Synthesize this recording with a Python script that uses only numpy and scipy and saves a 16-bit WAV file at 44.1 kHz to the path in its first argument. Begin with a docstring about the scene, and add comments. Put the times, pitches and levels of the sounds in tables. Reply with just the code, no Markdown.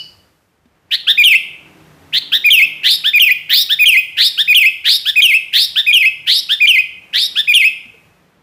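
"""A caged songbird, close to the microphone by a house wall, repeats one phrase: a rising buzz from
both sides of its syrinx, a short harsh chirp, then a clear whistled flourish. The porch rings after
each note, an earlier call dies away at the start, and a claw taps the perch. Far traffic hums below,
with a faint hiss. The microphone is a small one with a bright treble peak; the loudest notes
overload it, with a soft low thump in each whistle's slide."""
import sys
import numpy as np
from scipy import signal
from scipy.fft import rfft, irfft
from scipy.io import wavfile
from scipy.ndimage import uniform_filter1d

SR = 44100
rng = np.random.default_rng(int(sys.argv[2]) if len(sys.argv) > 2 else 0)


def int16_out(signal):
    """Quantize to a 16-bit WAV file."""
    q = np.round(np.clip(np.atleast_2d(signal).T, -1, 1) * 32767)
    wavfile.write(sys.argv[1], SR, q.astype(np.int16))


N = 371322


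def amp(db):
    """Decibels to amplitude."""
    return 10 ** (np.asarray(db) / 20)


def at_hz(points, hz):
    """Read a (Hz, value) table on a log-frequency axis."""
    p = np.array(points)
    return np.interp(np.log(np.maximum(hz, 1)), np.log(p[:, 0]), p[:, 1])


def read(rows, at):
    """Interpolate a table's other columns along its first."""
    place, *columns = np.transpose(rows)
    return [np.interp(at, place, c) for c in columns]


def colour(x, spectrum):
    """Shape a sound by a (Hz, dB) table."""
    return irfft(rfft(x) * amp(at_hz(spectrum, np.fft.rfftfreq(len(x), 1 / SR))), len(x))


def noise(spectrum, n):
    """Noise of the given colour, rms 1."""
    x = colour(rng.standard_normal(n), spectrum)
    return x / x.std()


def narrow_noise(hz, width):
    """A narrow band of noise, rms 1."""
    band = signal.butter(2, [hz - width / 2, hz + width / 2], "band", fs=SR, output="sos")
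    x = signal.sosfilt(band, rng.standard_normal(N + SR))[SR:]
    return x / x.std()


def wobble(n, hz):
    """Random drift, mostly slower than hz, with spread 1."""
    lowpass = signal.butter(2, hz, fs=SR, output="sos")
    x = signal.sosfilt(lowpass, rng.standard_normal(n + 2000))[2000:]
    return x / x.std()


def phase(hz):
    """Running phase of a pitch curve, from a random start."""
    return 2 * np.pi * (np.cumsum(hz) / SR + rng.random())


def add(out, start, x, fade_s=0.0018):
    """Mix a sound in with soft ends."""
    i, t = round(start * SR), np.arange(len(x)) / SR
    out[i:i + len(x)] += x * np.clip(np.minimum(t, t[::-1]) / fade_s, 0, 1)


# The far road, heard from the porch. Each row: time in seconds, level in dB.
TRAFFIC_LEVEL = [(0.0, -52.5), (0.52, -64), (0.96, -57), (1.1, -50.5), (1.43, -52), (1.85, -47.5),
                 (2.44, -51), (2.86, -49.5), (3.12, -54), (5.18, -56.5), (6.38, -54), (6.71, -56.5),
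                 (7.2, -52), (8.42, -57)]
# The faint hiss behind the bird. Each row: time in seconds, level in dB.
HISS_LEVEL = [(0, -55.5), (.3, -67.5), (.6, -75), (.9, -73), (1.5, -62), (2.1, -60.5), (3, -61), (8, -64),
              (8.42, -73.5)]
# Colours of traffic, rumble and hiss. Each row: frequency in Hz, relative density in dB.
TRAFFIC_SPECTRUM = [(74, -30.5), (125, -17.5), (151, 1), (193, -4), (274, -5), (337, -4), (387, -6),
                    (750, -8), (1530, -11), (2920, -16.5), (8000, -36), (10400, -63.5), (17600, -120)]
RUMBLE_SPECTRUM = [(15, -32), (25, -17), (81, -1), (125, -2.5), (160, -44.5), (280, -120)]
HISS_SPECTRUM = [(1760, -30), (3000, -2.5), (5250, 2), (14200, -2.5), (15100, -25), (16000, -28)]
# One distant engine. Each row: centre in Hz, width in Hz, dB against the traffic when near, when far.
ENGINE_BANDS = [(153, 8, -6, -8), (186, 10, -11, -11), (275, 6, -8, -22), (318, 7, -9, -20),
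                (392, 10, -12, -22)]
# Times in seconds at which it starts to approach, is near, starts to leave and is far again.
ENGINE_PASS_S = (1.2, 1.6, 2.7, 3.3)


def outdoors():
    """Far traffic with one passing engine, a rumble that partly follows its swell, and hiss."""
    t = np.arange(N) / SR
    traffic_db, = read(TRAFFIC_LEVEL, t)
    hiss_db, = read(HISS_LEVEL, t)
    engine = sum(amp(np.interp(t, ENGINE_PASS_S, [far, near, near, far])) * narrow_noise(hz, width)
                 for hz, width, near, far in ENGINE_BANDS)
    rumble_db = -61.5 + 0.6 * (traffic_db - traffic_db.mean()) + 2.5 * wobble(N, 5)
    traffic = amp(traffic_db + 0.57 * wobble(N, 8.8)) * (noise(TRAFFIC_SPECTRUM, N) + engine)
    rumble = amp(rumble_db) * noise(RUMBLE_SPECTRUM, N)
    return rumble + traffic + amp(hiss_db) * noise(HISS_SPECTRUM, N)


# A call still ringing in the porch. Each row: centre in Hz, width in Hz, level in dB,
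# seconds to fall 60 dB.
RINGING_BANDS = [(2958, 26, -30, 0.46), (2780, 460, -44.5, 0.53), (4650, 570, -35.5, 0.51),
                 (5170, 120, -39, 0.29)]


def earlier_call():
    """Narrow bands of reverberation, already decaying."""
    t = np.arange(N) / SR
    return sum(amp(db - 60 * t / t60) * narrow_noise(hz, width) for hz, width, db, t60 in RINGING_BANDS)


# Faint taps inside the cage. Each row: start in seconds, level in dB, ring pitch in Hz.
CLAW_TAPS = [(.655, -46, 244), (7.856, -40.5, 238), (7.941, -43, 450)]


def claw_taps():
    """A claw knocks the perch: a low ring under a brief scratch."""
    out, t = np.zeros(N), np.arange(2000) / SR
    for start, db, hz in CLAW_TAPS:
        ring = np.sin(2 * np.pi * hz * t) * amp(-60 * t / 0.12)
        scratch = 0.42 * wobble(len(t), 3000) * amp(-60 * t / 0.0354)
        add(out, start, amp(db) * (ring + scratch))
    return out


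def membranes(angle, harmonics_db, bright_db, flicker_db):
    """The membranes close unevenly, adding flickering harmonics; bright_db acts from the third up."""
    tone = 0
    for k, db in enumerate(harmonics_db):
        flicker = flicker_db * min(k / 2, 1) * wobble(len(angle), 70)
        tone += amp(db + bright_db * (k > 1) + flicker) * np.sin((k + 1) * angle)
    return np.sqrt(2) * tone


# The bird's breath, heard close. Each row: frequency in Hz, relative density in dB.
BREATH_SPECTRUM = [(1000, -50.5), (1700, -24.5), (4000, 14), (6000, -5), (8000, -8), (12000, -19),
                   (16000, -12)]


def breath():
    """Air rushing past the syrinx, the rasp in every note."""
    return noise(BREATH_SPECTRUM, N)


# The two sides of the syrinx in a buzz. Each row: seconds into the voice, base pitch in Hz,
# warble depth in Hz, relative level in dB.
UPPER_VOICE = [(0, 2087, 102, -29), (.007, 2862, 260, -12), (.018, 3397, 370, -4.5),
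               (.035, 3850, 420, -1.3), (.06, 4388, 480, -0.5), (.09, 5000, 497.3, -4.5),
               (.12, 5453, 470, -9.5), (.15, 5650, 450, -6.5)]
LOWER_VOICE = [(0, 1590, 79.5, -27.5), (.012, 1782, 110.7, -7.5), (.04, 2000, 130, -2),
               (.055, 2600, 169.2, -5.5), (.066, 3345, 100, -3.5), (.095, 3700, 71.2, 0.2),
               (.15, 3913, 80, -3.8)]
# Their harmonics in dB, fundamental first.
UPPER_HARMONICS = [0, -31.5, -40.5]
LOWER_HARMONICS = [4, -21, -25, -30.5]
# The buzz that opens each phrase. Each row: start and length in seconds, upper pitch factor, upper and
# lower level in dB, warbles per second at onset, brightness in dB, top treble at the microphone in dB.
BUZZES = [(0.906, 0.06, 0.95, -7, -24, 152, 1, -11.5), (2.124, 0.07, 0.92, -7.5, -25, 175, -0.5, -4),
          (2.829, 0.14, 0.89, -7, -19.5, 133, 3.5, -7), (3.49, 0.15, 0.94, -7, -18.5, 156, 1.5, 10.5),
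          (4.165, 0.13, 0.93, -6.5, -19, 169, 3.5, -1), (4.841, 0.14, 0.92, -6, -20.5, 157, 5, -2),
          (5.525, 0.14, 0.92, -6.5, -21, 140, 5, 0.5), (6.262, 0.15, 0.92, -7.5, -22, 142, 4, -6),
          (7.127, 0.15, 0.93, -10, -20.5, 183, 1, -5)]
TREMOR_SLOWING_HZ_PER_S, LOWER_DELAY_S, JUMP_DB, BUZZ_FADE_S = 250, 0.0055, 4.5, 0.018


def buzzes(rasp):
    """Both sides of the syrinx climb; a fast tremor swings the upper, the lower jumps and strengthens."""
    out = np.zeros(N)
    for start, length, pitch, upper_db, lower_db, tremor_hz, bright_db, _ in BUZZES:
        t = np.arange(round(length * SR)) / SR
        slowing_hz = tremor_hz - TREMOR_SLOWING_HZ_PER_S * t
        tremor = np.sin(phase(slowing_hz * (1 + 0.07 * wobble(len(t), 60))))
        upper_hz, upper_depth, upper_shape_db = read(UPPER_VOICE, t)
        lower_hz, lower_depth, lower_shape_db = read(LOWER_VOICE, t - LOWER_DELAY_S)
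        jump_db = np.interp(lower_hz, [2200, 3200], [0, JUMP_DB])
        upper_level = amp(upper_db + upper_shape_db + 0.43 * tremor + 2.0 * wobble(len(t), 210))
        lower_level = amp(lower_db + jump_db + lower_shape_db + 2.5 * wobble(len(t), 300))
        upper_angle = phase(pitch * upper_hz + upper_depth * (tremor + 0.17 * wobble(len(t), 400)))
        lower_angle = phase(lower_hz + lower_depth * wobble(len(t), 350))
        upper = upper_level * membranes(upper_angle, UPPER_HARMONICS, bright_db, flicker_db=-2.5)
        lower = lower_level * membranes(lower_angle, LOWER_HARMONICS, bright_db, flicker_db=3)
        # a faint tone at the sum of the two pitches
        sum_level = amp(-19.5 + 4.5 * wobble(len(t), 80)) * np.sqrt(upper_level * lower_level)
        sum_tone = sum_level * np.sin(upper_angle + lower_angle)
        air_level = (upper_level + lower_level) * amp(-21 + bright_db + 1.9 * tremor)
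        air = air_level * rasp[round(start * SR):][:len(t)]
        fade = np.clip((length - t) / BUZZ_FADE_S, 0, 1)
        add(out, start, (upper + lower + sum_tone + air) * fade)
    return out


# High hiss on buzzes and chirps: centre in Hz, width in Hz, level against the note in dB.
SHEEN_BAND = (14600, 1600, -35.5)


def sheen(voice):
    """A thin, flickering hiss that follows the loudness of the voice."""
    hz, width, db = SHEEN_BAND
    envelope = uniform_filter1d(np.abs(voice), size=200)
    return amp(db + 4.9 * wobble(N, 40)) * envelope * narrow_noise(hz, width)


# The arch of a chirp. Each row: share of its length, base pitch in Hz, relative level in dB.
CHIRP_SHAPE = [(0, 1200, -17), (.1, 1445, -6), (.3, 1685, -0.7), (.55, 1840, 0.7), (.8, 1865, -3.2),
               (1, 1713, -20.5)]
# Its harmonics in dB, fundamental first.
CHIRP_HARMONICS = [-13, 2, -21.5, -32.5, -35.5, -41, -48, -46]
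# The chirp in mid-phrase. Each row: start and length in seconds, pitch factor, level in dB,
# swell from onset to end in dB, warble depth in Hz, brightness in dB.
CHIRPS = [(1.068, 0.062, 0.98, -10, 5.6, 80.4, -2.1), (2.318, .066, 1.007, -7, -3.5, 100, -0.3),
          (3.038, 0.069, 0.97, -11, 4, 40, 0), (3.691, 0.06, 0.97, -13.5, 7.5, 50, 1.5),
          (4.373, 0.06, 0.96, -14.5, 9.5, 50, 4), (5.052, 0.063, 0.95, -15, 9.5, 60, 5.5),
          (5.755, .064, .98, -12.5, 4.5, 60, 0.5), (6.488, 0.072, 0.96, -12.5, 2, 60.3, 3.5),
          (7.355, 0.068, 0.95, -12.5, 2, 54.8, 3.5)]
CHIRP_WARBLE_HZ = 149.6


def chirps(rasp):
    """One low, harsh voice whose second harmonic the throat favours."""
    out = np.zeros(N)
    for start, length, pitch, db, swell_db, depth_hz, bright_db in CHIRPS:
        t = np.arange(round(length * SR)) / SR
        base_hz, shape_db = read(CHIRP_SHAPE, t / length)
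        warble_hz = depth_hz * np.sin(2 * np.pi * CHIRP_WARBLE_HZ * t)
        hz = pitch * base_hz + warble_hz + 36 * wobble(len(t), 400)
        air = amp(-24 + bright_db) * rasp[round(start * SR):][:len(t)]
        level = amp(db + swell_db * t / length + shape_db + 1.5 * wobble(len(t), 190))
        tone = membranes(phase(hz), CHIRP_HARMONICS, bright_db, flicker_db=-0.5)
        add(out, start, level * (tone + air))
    return out


# A whistle's two parts. Each row: place (0 onset, 1 top, 2 dip, 3 end), base pitch in Hz,
# relative level in dB, unsteadiness from 0 to 1.
HELD_NOTE = [(0, 1913, -24, .2), (.1, 2451, -7.5, 0.087), (.18, 2558, -4, .05), (.4, 2419, -1.1, 0.038),
             (.63, 2440, -2, .05), (.72, 2242, -0.5, .3), (.8, 2238, -23.5, 0.54)]
FLOURISH = [(.88, 2786, -7, 1), (0.971, 3338, 7.5, 0.66), (1, 3542, -10, .6), (1.029, 3322, 4.5, 0.49),
            (1.149, 3060, 4.5, 0.27), (1.399, 2691, 3.5, .1), (1.518, 2514, -10, 0.4),
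            (1.701, 2565, 0.5, 0.083), (1.92, 2083, -3, 0.18), (2.099, 2057, -1.5, 0.12),
            (2.379, 2534, 3, 0.23), (2.85, 2593, -3, 0.36), (3, 2510, -29, 0.99)]
# Its harmonics in dB, fundamental first.
WHISTLE_HARMONICS = [2.5, -24, -31.5, -35, -34.5, -29.5, -44]
# The whistle that ends each phrase. Each row: start in seconds, seconds from there to top, dip and end,
# pitch factor and dB of the held note, the same of the flourish, then brightness, top treble at the
# microphone and overload thump level, all in dB.
WHISTLES = [(1.173, 0.072, 0.17, 0.2, .99, -4, 1.018, -6.5, -6.5, 4.5, -37.5),
            (2.439, 0.073, 0.17, 0.22, .99, -5.5, 1.023, -7, -6.5, 11, -39),
            (3.131, 0.073, 0.17, .2, .995, -5.5, .98, -9, -7, 8, -43.5),
            (3.787, .078, .17, 0.22, 1.008, -6, 0.99, -8.5, -3.5, 5.5, -43),
            (4.474, .079, 0.17, .22, 1.008, -6, 1.001, -8, -3.5, 5.5, -40.5),
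            (5.155, 0.07, .17, 0.23, 1.015, -5.5, 1.024, -9.5, -2, 4.5, -38.5),
            (5.862, 0.074, .182, 0.23, 1.001, -6.5, 1.005, -9.5, -5, -3, -40.5),
            (6.6, .08, .174, .215, .99, -5.5, 0.99, -9.5, -6.5, -1, -39),
            (7.472, 0.074, 0.16, .22, 1, -6.5, 1.015, -9, -3.5, -2, -40)]
SLIDE_PLACE, SLIDE_WIDTH, SLIDE_DB = 1.2, 0.2, 11.5   # overtones peak with the effort in the slide


def whistles(rasp):
    """One clear voice: a held note, a cracking leap, a falling slide, a dip and a short recovery."""
    out = np.zeros(N)
    for start, top, dip, end, held_pitch, held_db, leap_pitch, leap_db, tone_db, *_ in WHISTLES:
        t = np.arange(round(end * SR)) / SR
        place = np.interp(t, [0, top, dip, end], range(4))
        base_hz, shape_db, shaky = read(HELD_NOTE + FLOURISH, place)
        leapt = place > HELD_NOTE[-1][0]
        effort_db = SLIDE_DB * np.exp(-((place - SLIDE_PLACE) / SLIDE_WIDTH) ** 2)
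        bright_db = tone_db + 0.4 * shape_db - 8 * shaky + effort_db
        hz = uniform_filter1d(np.where(leapt, leap_pitch, held_pitch) * base_hz, size=60)
        hz += 160 * shaky * wobble(len(t), 150)
        falter_db = 1.1 * shaky * np.abs(wobble(len(t), 150))
        level = amp(shape_db + np.where(leapt, leap_db, held_db) - falter_db)
        air = amp(-44 + 28 * shaky + bright_db) * rasp[round(start * SR):][:len(t)]
        tone = membranes(phase(hz), WHISTLE_HARMONICS, bright_db, flicker_db=5.5)
        add(out, start, level * (tone + air))
    return out


# The thump of the overloaded microphone. Each row: frequency in Hz, relative density in dB.
THUMP_SPECTRUM = [(30, -16.5), (60, 5), (150, -15), (500, -12), (1200, -35), (3000, -46)]
THUMP_AFTER_TOP_S, THUMP_S = 0.012, 0.031


def overload_thumps():
    """A soft low thump as each whistle's slide overloads the microphone, played as a burst of noise."""
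    out, n = np.zeros(N), round(THUMP_S * SR)
    for start, top, *_, db in WHISTLES:
        add(out, start + top + THUMP_AFTER_TOP_S, amp(db) * np.hanning(n) * noise(THUMP_SPECTRUM, n))
    return out


# The path through windpipe and beak. Each row: frequency in Hz, gain in dB.
THROAT_RESPONSE = [(1000, -11.5), (1550, -1.5), (5000, -2), (6500, -3.5), (7500, -2.5), (8700, 0),
                   (9400, 1.5), (10300, 6.5), (11300, 7), (12800, 0.5), (13800, 6), (14700, 5),
                   (15600, -1.5)]
BEAM_HZ = 13300


def throat_and_beak(voice):
    """The throat colours the song; the top treble varies from note to note, as when the beak turns."""
    song = colour(voice, THROAT_RESPONSE)
    aims = [(start + length / 2, db) for start, length, *_, db in BUZZES]
    aims += [(start + top, db) for start, top, *_, db, _ in WHISTLES]
    treble_db, = read(sorted(aims), np.arange(N) / SR)
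    treble = colour(song, [(BEAM_HZ * 0.95, -40), (BEAM_HZ * 1.05, 0)])
    return song + (amp(treble_db) - 1) * treble


# The porch around the cage. Each row: frequency in Hz, seconds to fall 60 dB.
PORCH_DECAY = [(1000, 0.25), (2500, 0.63), (5000, 0.44), (10000, 0.51), (16000, .22)]
PORCH_DB, PORCH_GAP_S = -11, 0.0013


def porch(song):
    """Dense echoes after a short gap, ringing longest near 2.5 kHz."""
    t, echo = np.arange(SR) / SR, 0
    edges = np.geomspace(500, 18000, 11)
    for low, high in zip(edges, edges[1:]):
        bandpass = signal.butter(2, [low, high], "band", fs=SR, output="sos")
        decay = amp(-60 * t / at_hz(PORCH_DECAY, np.sqrt(low * high)))
        band = signal.sosfilt(bandpass, rng.standard_normal(SR)) * decay * (t > PORCH_GAP_S)
        echo += band * np.sqrt((high - low) / (SR / 2) / np.sum(band ** 2))   # equal energy per Hz
    return amp(PORCH_DB) * signal.fftconvolve(song, echo)[:N]


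def scene():
    """The bird close by in the porch, the traffic far behind, in mono."""
    rasp = breath()
    rough_notes = buzzes(rasp) + chirps(rasp)
    bird = throat_and_beak(rough_notes + sheen(rough_notes) + whistles(rasp))
    return (bird + porch(bird) + earlier_call() + claw_taps() + overload_thumps() + outdoors())[None]


# The treble peak of the microphone port: centre in Hz, width in Hz, gain in dB.
PORT_PEAK = (14800, 2200, 4)
BASS_CUT_HZ, TOP_CUT_HZ = 38, 16000
LIMITER_CEILING, OVERLOAD_CEILING = 0.76, 0.92   # shares of full scale


def record(dry):
    """A small microphone: port resonance, bass cut, fast limiter, rounded overload, steep top cut."""
    hz, width, db = PORT_PEAK
    resonance = signal.lfilter(*signal.iirpeak(hz, hz / width, fs=SR), dry)
    x = dry + (amp(db) - 1) * resonance
    x = signal.sosfilt(signal.butter(2, BASS_CUT_HZ, "high", fs=SR, output="sos"), x)
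    envelope = np.sqrt(2 * uniform_filter1d(x ** 2, size=150) + 1e-12)
    limited = x / (1 + (envelope / LIMITER_CEILING) ** 8) ** (1 / 8)
    rounded = limited / (1 + np.abs(limited / OVERLOAD_CEILING) ** 6) ** (1 / 6)
    return signal.sosfilt(signal.cheby2(20, 70, TOP_CUT_HZ, fs=SR, output="sos"), rounded)


dry = scene()
out = record(dry)
int16_out(out)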